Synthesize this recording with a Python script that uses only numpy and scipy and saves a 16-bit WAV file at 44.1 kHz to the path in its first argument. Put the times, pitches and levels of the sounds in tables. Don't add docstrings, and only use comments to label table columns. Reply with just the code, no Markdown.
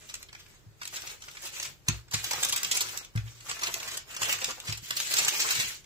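import sys
import numpy as np
from scipy import signal
from scipy.fft import rfft, irfft, next_fast_len
from scipy.io import wavfile
from scipy.ndimage import uniform_filter1d, map_coordinates

SR = 44100
rng = np.random.default_rng(int(sys.argv[2]) if len(sys.argv) > 2 else 0)


def to_wav(s):
    ch = np.atleast_2d(s).T
    pcm = np.round(np.clip(ch, -1, 1) * 32767)
    wavfile.write(sys.argv[1], SR, pcm.astype(np.int16))


def gain_from_db(level_db):
    decades = np.asarray(level_db, float) / 20
    return 10 ** decades


N = 257984

# frequency in Hz, level in dB per Hz.
HUM_SPECTRUM = [(15, -21), (30, 16.5), (60, 3), (107, 8.5), (170, -0.5), (250, -9.5), (330, -2.5),
                (700, -13), (1500, -13.5), (4000, -18), (7800, -18), (8500, -27), (15500, -22),
                (16300, -67)]
HUM_DB = -61.5
# frequency in Hz, left-right likeness from 0 to 1.
HUM_COHERENCE = [(30, 0.3), (120, 0.39), (400, 0.54), (1500, 0.01)]
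# frequency in Hz, decay time t60 in s.
KITCHEN_DECAY = [(200, 0.12), (1000, 0.15), (4000, 0.21), (12000, 0.051)]
# frequency in Hz, t60 in s, left-right level in dB, left lag in rad.
COUNTER_MODES = [
    (62.7, 0.24, 2, 1.05),
    (108.4, 0.27, 1.1, 0.67),
    (117.3, 0.62, 2, .63),
    (143.7, 0.2, 3, 0.71),
    (133.5, 0.051, .6, 0.74),
    (225, 0.086, -1, 0.88),
    (347, 0.14, 2, 0.8),
]
# start in seconds, peak in dB, cabinet air mode in dB, slab modes in dB.
THUD_EVENTS = [(0.663, -48.5, 0, -5), (1.8848, -30.5, 5.5, 12), (2.1387, -36, 1, 6),
               (3.1531, -27, -6, -1.5), (3.17, -31.5, -1, -22), (3.643, -60, -14, -7), (4.213, -48, 2, -8),
               (4.346, -54, -4, -12), (4.688, -35, 1, -1), (4.822, -55, -15, 13), (5.586, -45, 6, 1)]
# frequency in Hz, level in dB per Hz.
PAPER_SPECTRUM = [(120, -15), (200, -19), (290, -15), (375, -10), (660, -9), (1160, -5.5), (1830, -4.5),
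                  (2400, -2), (4500, -4), (7800, -0.26), (8500, -9), (11000, -10), (15500, -5),
                  (16300, -69)]
# start in seconds, hold in seconds, crinkle in dB,
# sheet flex over crinkle in dB.
PRESS_EVENTS = [(0.0, 0.22, -54, -5), (0.329, 0.23, -59.5, -5.5), (0.819, 0.086, -51, -16),
                (0.929, 0.19, -45, -5), (1.214, 0.29, -52.5, -7.5), (1.425, 0.034, -40.5, -6.5),
                (1.536, 0.13, -42, -10), (1.886, 0.056, -47, -1.5), (2.165, 0.017, -34.5, -16),
                (2.241, 0.098, -38.5, -10), (2.355, 0.12, -37, -4.5), (2.526, 0.3, -39.5, -7),
                (2.827, 0.16, -42, -5.5), (3.169, 0.018, -51, -1), (3.26, 0.25, -55.5, -9),
                (3.464, 0.11, -43.5, -5), (3.617, 0.11, -41.5, 0), (3.74, 0.23, -42.5, -3.5),
                (4.094, 0.047, -45.5, -3.5), (4.214, 0.033, -35, -1), (4.29, 0.034, -31, -5.5),
                (4.406, 0.096, -38.5, -2), (4.555, .06, -51.5, -0.5), (4.658, 0.066, -41.5, -4.5),
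                (4.84, 0.17, -42.5, -27), (4.972, 0.15, -35, -29), (5.118, 0.19, -31.5, -7),
                (5.334, .18, -31, -11), (5.552, 0.075, -30.5, -35), (5.671, 0.041, -36, -35)]
ATTACK_DB_PER_S, RELEASE_DB_PER_S = 476, 240
# start in seconds, peak in dB, pitch in Hz.
POP_EVENTS = [(0.813, -28, 1740), (1.28, -30, 1380), (1.887, -17.5, 1380), (2.115, -29, 1060),
              (2.137, -22, 1100), (2.24, -30, 1070), (2.314, -21, 1040), (2.332, -21.5, 890),
              (2.419, -26, 790), (2.529, -23.5, 1030), (2.808, -19, 1350), (2.947, -36, 1330),
              (2.979, -50, 1550), (3.153, -26.5, 1590), (3.494, -25, 1360), (3.619, -21, 1150),
              (4.165, -26.5, 1220), (4.218, -20.5, 1220), (4.291, -27, 940), (4.416, -31, 596),
              (4.905, -23, 1500), (5.18, -24, 1460), (5.263, -39, 820), (5.446, -15.5, 1270),
              (5.509, -31, 1430)]
CRACK_S, SNAP_S, NIP_S, RUN_S = (0.000828, 0.0023), (0.0012, 0.0048), (0.0024, 0.0031), (0.0055, 0.0065)
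# rise in seconds, fall in seconds.
RIP_SHAPE_S = (0.00082, 0.0082)
# peak time in seconds, rms level in dB, centre in Hz.
CRACK_EVENTS = [(.1415, -30.5, 5700), (.153, -36.5, 4930), (.2283, -39.5, 4500), (.3291, -38.5, 1210),
                (.3508, -38.5, 1920), (.8545, -32.5, 3980), (.876, -33, 6100), (1.02, -35, 5360),
                (1.6, -30.5, 2010), (4.9078, -20.5, 3880), (1.8846, -15, 3540), (2.1238, -36, 3330),
                (2.302, -47, 3450), (2.311, -25, 4570), (2.3334, -24, 3420), (2.449, -20.5, 8240),
                (2.4874, -27.5, 5130), (2.5631, -20, 6900), (2.6327, -22.5, 7200), (2.6472, -22.5, 4340),
                (2.72, -27, 6230), (2.975, -27.5, 8000), (3.0483, -39.5, 3970), (3.1592, -36.5, 4000),
                (3.1758, -34.5, 1740), (3.7414, -24, 5340), (4.232, -22, 5240), (4.4447, -20, 6250),
                (4.6018, -34.5, 2310), (5.1396, -18, 7400)]
# peak time in seconds, rms level in dB, centre in Hz.
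SNAP_EVENTS = [(.2879, -45, 1440), (1.2208, -42.5, 2040), (1.2386, -44, 2230), (1.3707, -39.5, 2000),
               (1.4539, -35, 5200), (1.5544, -46, 2370), (2.113, -39, 6100), (2.495, -27, 7160),
               (2.533, -35, 5100), (2.577, -27, 5040), (3.4678, -43, 2100), (3.8012, -35, 3180),
               (1.3134, -46, 7000), (4.166, -31, 4260), (4.327, -23, 5000), (4.4173, -30.5, 3100),
               (4.489, -34, 3060), (4.508, -31.5, 3660), (4.6973, -32.5, 3020), (4.7247, -29, 3330),
               (4.775, -37, 6030), (1.6286, -31.5, 3480), (5.0014, -23.5, 5700), (5.249, -25, 6300),
               (5.2825, -19.5, 4120), (5.554, -29, 3930)]
# peak time in seconds, rms level in dB, centre in Hz.
NIP_EVENTS = [(.8185, -37.5, 1250), (.8323, -38, 3070), (1.0745, -34.5, 4140), (1.2852, -38.5, 2420),
              (2.084, -54, 1270), (2.2454, -27, 4600), (2.4329, -19.5, 5000), (2.5708, -37, 3180),
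              (3.514, -27.5, 2580), (3.8313, -34.5, 2490), (4.1132, -41, 2600), (4.148, -37.5, 2180),
              (4.3888, -38, 2360), (4.751, -44, 4140), (4.8885, -46, 4100), (1.3532, -45, 2080),
              (3.974, -29.5, 5500), (3.4084, -45.5, 2940), (3.5947, -34.5, 2700), (4.1947, -49, 4100),
              (5.7176, -41, 5030), (.464, -53, 3620), (1.8, -73, 3000), (5.845, -52, 2980),
              (4.9706, -24.5, 6900), (5.2282, -29, 6560), (5.509, -19, 4280)]
# peak time in seconds, rms level in dB, centre in Hz.
RUN_EVENTS = [(.0998, -40.5, 3440), (.4003, -47, 3350), (.945, -37, 4130), (.9661, -34, 3200),
              (1.1031, -41.5, 3640), (1.4708, -39, 5360), (1.5688, -40.5, 3280), (1.655, -36.5, 3500),
              (2.1438, -25, 4360), (2.755, -27, 5500), (2.7716, -24.5, 6100), (5.405, -25, 4350),
              (2.8915, -36.5, 3370), (3.2774, -47.5, 1590), (3.498, -31.5, 3120), (3.622, -35, 2140),
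              (3.6708, -29, 2520), (3.8845, -34, 3140), (3.9173, -36.5, 2660), (3.9444, -38, 3700),
              (4.255, -32, 3050), (4.298, -29, 3400), (4.6803, -34, 2450), (5.1177, -29.5, 4300),
              (5.171, -26.5, 3950), (5.1893, -20.5, 4820), (5.423, -30, 3900), (5.4905, -28.5, 2960),
              (5.521, -25, 4470), (5.6056, -23.5, 4600)]
# peak time in seconds, rms level in dB, centre in Hz.
RIP_EVENTS = [
    (.8152, -41, 2210),
    (2.3105, -27.5, 5130),
    (2.5255, -23.5, 5500),
    (2.7135, -22, 5000),
    (2.8075, -22.5, 5920),
    (3.633, -25.5, 3440),
    (4.2195, -28, 3980),
]
# frequency in Hz, share of bands left out.
BAND_GAPS = [(2000, 0), (3500, .03), (7500, .04), (9000, .13), (15500, .11)]


def unit(x):
    return x / np.sqrt(np.mean(x ** 2) + 1e-20)


def along(points, hz):
    f, v = np.transpose(points)
    return np.interp(np.log(hz + 1), np.log(f + 1), v)


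def filtered(x, response):
    m = next_fast_len(N + SR // 2)
    return irfft(rfft(x, m) * response(np.fft.rfftfreq(m, 1 / SR)), m)[..., :N]


def wobble(rate, s):
    return map_coordinates(rng.standard_normal(1000), [s * rate])


def hum():
    def mid_side(hz):
        angle = np.arccos(along(HUM_COHERENCE, hz)) / 2
        return gain_from_db(along(HUM_SPECTRUM, hz)) * np.array([np.cos(angle), np.sin(angle)])

    mid, side = filtered(rng.standard_normal((2, N)), mid_side)
    return gain_from_db(HUM_DB + 3.5) * unit(np.array([mid + side, mid - side]))


def kitchen(x, step=12000):
    out = np.zeros((2, N + SR))
    for a in range(0, N, step):
        hz, t, z = signal.stft(rng.standard_normal((2, SR // 2)), SR, nperseg=256)
        decay = gain_from_db(-60 * t / along(KITCHEN_DECAY, hz)[:, None])
        tail = signal.istft(z * decay, SR, nperseg=256)[1]
        wet = signal.fftconvolve(x[:, a:a + step], tail / np.linalg.norm(tail[0]), axes=1)
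        first = a + 100
        out[:, first:first + wet.shape[1]] += wet
    return out[:, :N]


def load():
    start, hold, db, flex_db = np.transpose(PRESS_EVENTS)[:, :, None]
    s = np.arange(0, N / SR + 0.002, 0.001)
    early, late = np.clip(start - s, 0, 1), np.clip(s - start - hold, 0, 1)
    press_db = db - ATTACK_DB_PER_S * early - RELEASE_DB_PER_S * late
    curves = []
    for level_db in (press_db, press_db + flex_db):
        total_db = 10 * np.log10(np.sum(gain_from_db(2 * level_db), axis=0))
        curves.append(np.interp(np.arange(N) / SR, s, total_db))
    return curves


def rumble():
    def modes(f, width_hz=25):
        damping = 1j * f * width_hz
        return sum(damping / (hz * hz - f * f + damping) for hz, *rest in COUNTER_MODES)

    lumps = gain_from_db(6 * wobble(14, np.arange(N) / SR))
    force = rng.standard_normal(N) + 0.25 * rng.standard_normal((2, N))
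    return gain_from_db(0.56 * load()[0] - 40.0) * unit(filtered(lumps * force, modes))


def thuds():
    out, t = np.zeros((2, N + SR)), np.arange(SR) / SR
    side = np.array([[0.5], [-0.5]])
    onsets_s = [0.048, 0.0019, 0.0021, 0.0062, 0.0052, 0.0019, 0.0027]
    for s, db, cabinet_db, slab_db in THUD_EVENTS:
        levels_db = [cabinet_db, -2.5, -17, -9, slab_db, slab_db - 15, slab_db - 25.5]
        ring = 0
        for (hz, t60, pan_db, lag), level_db, onset in zip(COUNTER_MODES, levels_db, onsets_s):
            uneven_db = 10 * t * wobble(15.0, t)
            envelope = gain_from_db(level_db + side * pan_db - 60 * t / t60 + uneven_db)
            build_up = (1 - np.exp(-t / onset)) ** 2
            ring = ring + envelope * np.sin(2 * np.pi * hz * t - side * lag) * build_up
        first = round(s * SR)
        out[:, first:first + SR] -= gain_from_db(db + 7.0) * ring
    return out[:, :N]


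def facets(s, hz, rate=22, per_octave=2.423):
    return map_coordinates(rng.standard_normal((400, 40)), [s * rate, np.log2(hz / 200) * per_octave])


def clicks(s, hz, gain, pan_db, lag, cycles, size):
    out = []
    for side in (0.5, -0.5):
        start = np.clip(s + side * lag, 0, None) * SR
        at = np.ceil(start).astype(int)[:, None] + np.arange(size)
        turns = (at - start[:, None]) / SR * hz[:, None]
        wave = np.sin(2 * np.pi * turns) * np.exp(-turns / cycles)
        wave *= (gain * hz * gain_from_db(side * pan_db))[:, None]
        out.append(np.bincount(at.ravel(), wave.ravel(), N + SR)[:N])
    return filtered(np.array(out), lambda f: gain_from_db(along(PAPER_SPECTRUM, f)))


def pops(count=14):
    s, db, hz = np.transpose(POP_EVENTS)[:, :, None]
    when, sign, tune = rng.random((len(POP_EVENTS), count, 3)).transpose(2, 0, 1)
    pitch = hz * np.exp(0.19 * (tune - 0.5))
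    level_db = db - 10.0 - 6.2 * when - along(PAPER_SPECTRUM, pitch)
    gain = (gain_from_db(level_db) / pitch * np.sign(sign - 0.5)).ravel()
    times = (s + 0.014 * when).ravel()
    return clicks(times, pitch.ravel(), gain, np.full(gain.shape, -0.9), 0.0003, cycles=2.04, size=400)


def snaps(count=170, cycles=3.87):
    kinds = [(CRACK_EVENTS, CRACK_S), (SNAP_EVENTS, SNAP_S), (NIP_EVENTS, NIP_S), (RUN_EVENTS, RUN_S),
             (RIP_EVENTS, RIP_SHAPE_S)]
    rows = [tuple(row) + tuple(shape) for events, shape in kinds for row in events]
    s, db, hz, rise, fall = np.transpose(rows)[:, :, None]
    when, force, sign, place = rng.random((len(s), count, 4)).transpose(2, 0, 1)
    pitch = hz * np.exp(0.714 * rng.standard_normal(when.shape))
    heard = (pitch > 1000) & (pitch < 15500)
    pitch = np.clip(pitch, 800, 15500)
    span = 2.2 * rise + 2.4 * fall
    t = span * when - 2.2 * rise
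    swell_db = -4.5 * np.where(t < 0, -t / rise, t / fall) ** 1.3
    swell_db = swell_db + 1.77 * facets(s + t, pitch)
    click_energy = heard * pitch * gain_from_db(along(PAPER_SPECTRUM, pitch)) ** 2
    energy = count * cycles / 4 * np.mean(click_energy, axis=1, keepdims=True)
    force_db = -1.26 * np.log(force + 0.12)
    gain = gain_from_db(db - 0.5 + swell_db + force_db) * np.sqrt(span / energy) * heard * np.sign(sign - 0.5)
    spot = place[:, :1] - 0.5 + 0.13 * (place - 0.5)
    pan_db, lag = 3 * spot - 0.4, 1.8e-4 - 0.00028 * spot
    return clicks((s + t).ravel(), pitch.ravel(), gain.ravel(), pan_db.ravel(), lag.ravel(), cycles, size=130)


def swarm(count, low_hz, high_hz, spread_db, clump_db, cycles, size):
    when, pitch, force, place, sign = rng.random((count, 5)).T
    s = when * N / SR
    hz = low_hz * (high_hz / low_hz) ** pitch
    force_db = -spread_db * np.log(force + 0.02)
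    clumps_db = clump_db * (wobble(45, s) + 0.42 * wobble(130, s))
    gain = gain_from_db(force_db + 1.44 * facets(s, hz) + clumps_db) * np.sign(sign - 0.5)
    wander = wobble(5, s) + 2 * (place - 0.5)
    x = clicks(s, hz, gain, wander, 0.00018 + 1e-4 * wander, cycles, size)
    power = np.abs(uniform_filter1d(np.mean(x ** 2, axis=0), size=3500))
    return x / np.sqrt(power + 1e-20)


def crinkle():
    fine_db, flex_db = load()
    fine = swarm(count=24000, low_hz=1500, high_hz=16000, spread_db=-6.0, clump_db=1.0, cycles=2.2, size=110)
    flex = swarm(count=6000, low_hz=300, high_hz=1770, spread_db=4.5, clump_db=5.0, cycles=0.76, size=320)
    return gain_from_db(fine_db + 0.4) * fine + gain_from_db(flex_db - 3.5) * flex


def scene():
    rustle, creases = crinkle(), snaps() + pops()
    echo = kitchen(gain_from_db(-4) * rustle + gain_from_db(-7) * creases)
    return gain_from_db(-3.0) * rustle + creases + echo + thuds() + rumble() + hum()


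def thinned(x, wide=7, long=3, scatter_db=2.2, top_hz=15950):
    hz, t, z = signal.stft(x, SR, nperseg=1024)
    cells = rng.random((2, len(hz) // wide + 1, len(t) // long + 1))
    luck, coarse = cells.repeat(wide, 1).repeat(long, 2)[:, :len(hz), :len(t)]
    spells = gain_from_db(4.5 * np.clip(wobble(14, t), -3, 1.5))
    kept = luck > along(BAND_GAPS, hz)[:, None] * spells
    row_hz = hz[:, None]
    scatter = gain_from_db(scatter_db * 2.15 * (coarse - 0.5) * (row_hz > 1500))
    return signal.istft(z * kept * scatter * (row_hz < top_hz), SR, nperseg=1024)[1][:, :N]


def low_pass(x):
    return signal.sosfilt(signal.butter(12, 16990, fs=SR, output="sos"), x)


def record(dry):
    def high_pass(hz):
        ratio = 1j * hz / 45
        return ratio ** 2 / (1 + 1.3 * ratio + ratio ** 2)

    cut, top = filtered(dry, high_pass), 0.45
    mix = thinned(top * np.tanh(cut / top))
    return low_pass(mix)


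dry = scene()
out = record(dry)
to_wav(out)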